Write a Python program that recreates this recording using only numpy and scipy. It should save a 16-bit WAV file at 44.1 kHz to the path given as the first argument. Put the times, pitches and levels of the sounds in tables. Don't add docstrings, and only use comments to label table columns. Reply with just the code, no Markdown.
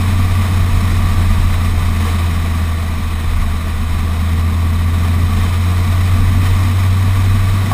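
import sys
import numpy as np
from scipy import signal
from scipy.fft import rfft, irfft
from scipy.io import wavfile
from scipy.ndimage import uniform_filter1d

SR = 44100
rng = np.random.default_rng(int(sys.argv[2]) if len(sys.argv) > 2 else 0)


def persist_wave(psi):
    counts = np.round(np.clip(psi, -1, 1) * 32767).astype(np.int16)
    wavfile.write(sys.argv[1], SR, np.atleast_2d(counts).T)


N = 340893
TIME = np.arange(N) / SR
CRUISE_DB = -31

# time_s, pitch_hz
ENGINE_PITCH = [(0, 91.05), (0.5, 90.66), (1.5, 87.47), (2.5, 83.22), (3.5, 80.44), (4, 81.76), (5, 85.62),
                (6, 90.4), (7, 93.86), (7.73, 96.4)]
# time_s, level_db
EXHAUST_LEVEL = [(0, -13), (0.3, -13.5), (1.6, -14.5), (2.2, -14.5), (3.1, -18.5), (3.85, -18.5),
                 (4.35, -14), (5.2, -13.8), (6.9, -11.5), (7.73, -14)]
# pitch_multiple, relative_db
EXHAUST_OVERTONES = [(1.5, -34), (2, -27.5), (2.5, -23), (3, -31), (3.5, -37.5), (4, -40.5), (5, -39)]
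# pitch_hz, relative_db
RUMBLE_SPECTRUM = [(14, -4), (21, 7), (30, -13.5), (42, 5.5), (55, -8), (72, -8.5), (110, -15), (200, -32)]
# peak_s, length_s, level_db
WIND_GUSTS = [(.22, 0.24, -17.5), (.73, 0.27, -13.5), (1.055, 0.17, -14), (1.362, 0.34, -13.7),
              (1.794, .25, -15), (3.027, .12, -20), (3.394, 0.19, -13), (3.87, 0.45, -21), (4.79, .12, -20),
              (5.35, 0.28, -19), (6.24, 0.25, -16.5), (6.539, .14, -16), (7.338, .26, -17)]
# time_s, relative_db
ROAR_LEVEL = [(0, -24.5), (1.15, -24.5), (1.6, -27.5), (2.05, -25.5), (3.1, -29), (4.4, -27), (4.75, -28),
              (5.05, -24), (5.85, -28), (6.2, -24.5), (7.3, -28.5), (7.73, -24.5)]
# pitch_hz, relative_db
ROAR_SPECTRUM = [(50, -7.5), (100, 2.5), (132, -3), (160, 1), (190, -1), (208, 5), (230, 1.5), (255, -5.5),
                 (300, -10), (380, -17), (550, -24), (1000, -31)]
# time_s, relative_db
AIRFLOW = [(0, -30), (1.2, -30.0), (1.55, -30.5), (2.1, -30.5), (3.1, -33.5), (3.9, -33.5), (4.15, -32.5),
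           (4.7, -34), (5.45, -31), (6.4, -30.5), (7.1, -31.0), (7.73, -30.5)]
# pitch_hz, relative_db
RUSH_SPECTRUM = [(200, -2), (400, -2), (550, -9), (740, 1), (860, -3), (1050, 2.5), (1350, -1.5),
                 (1650, -4), (2300, 0), (2750, -9), (3400, -10), (3950, -5), (4350, -15.5), (6000, -22)]
# pitch_hz, relative_db
HISS_SPECTRUM = [(2000, -8), (4000, 5), (4700, 3.5), (5300, 7), (5750, 3.5), (6000, -14.5), (6350, 6.5),
                 (7200, 0), (8200, 4.5), (9200, -1.5), (11000, -3), (12000, -30), (14000, -25),
                 (16000, -26)]
# pitch_hz, width_hz, lift_db
HOUSING_RESONANCES = [(467, 31, 11.5), (655, 76, 8), (956, 124, 4), (1166, 117, 6.5), (1470, 76, 3),
                      (1786, 157, 4), (1964, 180, 4.5), (2530, 120, 5.5), (3083, 227, 6.5), (3586, 160, 5),
                      (3860, 280, 2.5)]
# peak_s, length_s, lift_db
AIR_FLURRIES = [(2.083, .12, 2), (4.003, 0.017, 3), (5.03, .1, 1.6), (5.418, .14, 1.5), (6.462, 0.051, 2)]
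# start_s, relative_db
KNOCK_STROKES = [(7.714, -13), (7.7275, -14)]
# pitch_hz, relative_db, ring_s (time to fade by 60 dB)
KNOCK_TONES = [(762, 7.5, 0.024), (1106, 1, 0.056)]


def from_db(db):
    return 10 ** (np.asarray(db) / 20)


def rms_one(x):
    return x / np.sqrt(np.mean(x ** 2) + 1e-20)


def curve(rows):
    times_s, values = np.transpose(rows)
    return np.interp(TIME, times_s, values)


def drift(rate_hz):
    hz = np.arange(N // 2 + 1) * SR / N
    spectrum = rfft(rng.standard_normal(N)) / (1 + (hz / rate_hz) ** 2)
    return rms_one(irfft(spectrum, N))


def turbulence(colour):
    hz = np.maximum(np.arange(N // 2 + 1) * SR / N, 1)
    points_hz, points_db = np.transpose(colour)
    shape_db = np.interp(np.log(hz), np.log(points_hz), points_db, left=-80, right=-80)
    spectrum = rfft(rng.standard_normal(N)) * from_db(shape_db)
    return rms_one(irfft(spectrum, N))


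def evened(x, seconds):
    local_power = uniform_filter1d(x ** 2, int(seconds * SR))
    return x / np.sqrt(local_power + 1e-9)


def resonate(x, hz, width_hz):
    decay = np.exp(-np.pi * width_hz / SR)
    feed = np.array([1, 0, -1]) * (1 - decay ** 2) / 2
    feedback = [1, -2 * decay * np.cos(2 * np.pi * hz / SR), decay ** 2]
    return signal.lfilter(feed, feedback, x)


def swell(peak_s, length_s):
    return np.exp(-(2 * (TIME - peak_s) / length_s) ** 2)


def exhaust(trim_db=0.13, throb_db=0.6, waver_db=4.5):
    phase = 2 * np.pi * np.cumsum(curve(ENGINE_PITCH)) / SR
    note = np.sin(phase) * from_db(throb_db * drift(23))
    for multiple, relative_db in EXHAUST_OVERTONES:
        gain = from_db(relative_db + waver_db * drift(7.5))
        note += gain * np.sin(multiple * phase + rng.uniform(0, 2 * np.pi))
    return np.sqrt(2) * from_db(curve(EXHAUST_LEVEL) + trim_db) * note


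def gusting(breeze_db=-24.5, swing_db=1.5):
    power = from_db(breeze_db + swing_db * drift(6)) ** 2
    for peak_s, length_s, level_db in WIND_GUSTS:
        power += from_db(level_db) ** 2 * swell(peak_s, length_s)
    return 10 * np.log10(power)


def buffeting(wind_db, thump_hz=32, wander_hz=2.84, thump_db=-2.9, rumble_db=-4.0, uneven_db=1.8):
    phase = 2 * np.pi * np.cumsum(thump_hz + wander_hz * drift(7.5)) / SR
    thumps = from_db(thump_db + uneven_db * drift(9.6)) * np.sqrt(2) * np.sin(phase)
    rumble = from_db(rumble_db) * evened(turbulence(RUMBLE_SPECTRUM), seconds=0.11)
    return from_db(wind_db) * (thumps + rumble)


def tyre_roar(trim_db=1.1, flutter_db=1.3):
    gain = from_db(curve(ROAR_LEVEL) + trim_db + flutter_db * drift(20))
    return gain * evened(turbulence(ROAR_SPECTRUM), seconds=0.13)


def housing(x):
    for pitch_hz, width_hz, lift_db in HOUSING_RESONANCES:
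        x = x + (from_db(lift_db) - 1) * resonate(x, pitch_hz, width_hz)
    return rms_one(x)


def air_rush(flow_db, swirls, level_db=-28.5, follows=0.8, flutter_db=0.8):
    gain = from_db(level_db + follows * flow_db + flurry_lift_db() + flutter_db * swirls)
    return gain * evened(housing(turbulence(RUSH_SPECTRUM)), seconds=0.24)


def air_hiss(flow_db, swirls, level_db=-40.0, follows=1.15, flutter_db=0.93):
    gain = from_db(level_db + follows * flow_db + flurry_lift_db() + flutter_db * swirls)
    return gain * turbulence(HISS_SPECTRUM)


def whistle(flow_db, pitch_hz=1155, width_hz=80, level_db=-37.0, follows=0.8, flare_db=1.6):
    breath = resonate(rng.standard_normal(N), pitch_hz, width_hz)
    ring = resonate(breath, pitch_hz, width_hz)
    gain = from_db(level_db + follows * flow_db + flurry_lift_db() + flare_db * drift(23))
    return gain * evened(ring, seconds=0.2)


def flurry_lift_db():
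    return sum(lift_db * swell(peak_s, length_s) for peak_s, length_s, lift_db in AIR_FLURRIES)


def knock(rise_s=0.002):
    sound = np.zeros(N)
    for start_s, stroke_db in KNOCK_STROKES:
        age_s = np.maximum(TIME - start_s, 0)
        rise = 1 - np.exp(-age_s / rise_s)
        for pitch_hz, tone_db, ring_s in KNOCK_TONES:
            fade = np.exp(-np.log(1000) * age_s / ring_s)
            sound += from_db(stroke_db + tone_db) * rise * fade * np.sin(2 * np.pi * pitch_hz * age_s)
    return sound


def scene():
    drone_and_wind = exhaust() + buffeting(gusting())
    flow_db = curve(AIRFLOW) - CRUISE_DB
    swirls = drift(43)
    tyres = tyre_roar()
    air = air_rush(flow_db, swirls) + air_hiss(flow_db, swirls) + whistle(flow_db)
    return (drone_and_wind + tyres + air + knock())[None, :]


def mirror_image(x, mirror_hz=12000, gain_db=2.0, reach_hz=5000):
    low_pass = signal.butter(4, reach_hz, fs=SR, output="sos")
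    slope = signal.sosfilt(low_pass, np.gradient(x, axis=-1))
    return from_db(gain_db) * slope * np.cos(2 * np.pi * mirror_hz * TIME)


def record(dry, cutoff_hz=15270):
    low_pass = signal.ellip(16, 0.1, 90, cutoff_hz, fs=SR, output="sos")
    return signal.sosfilt(low_pass, dry + mirror_image(dry))


dry = scene()
out = record(dry)
persist_wave(out)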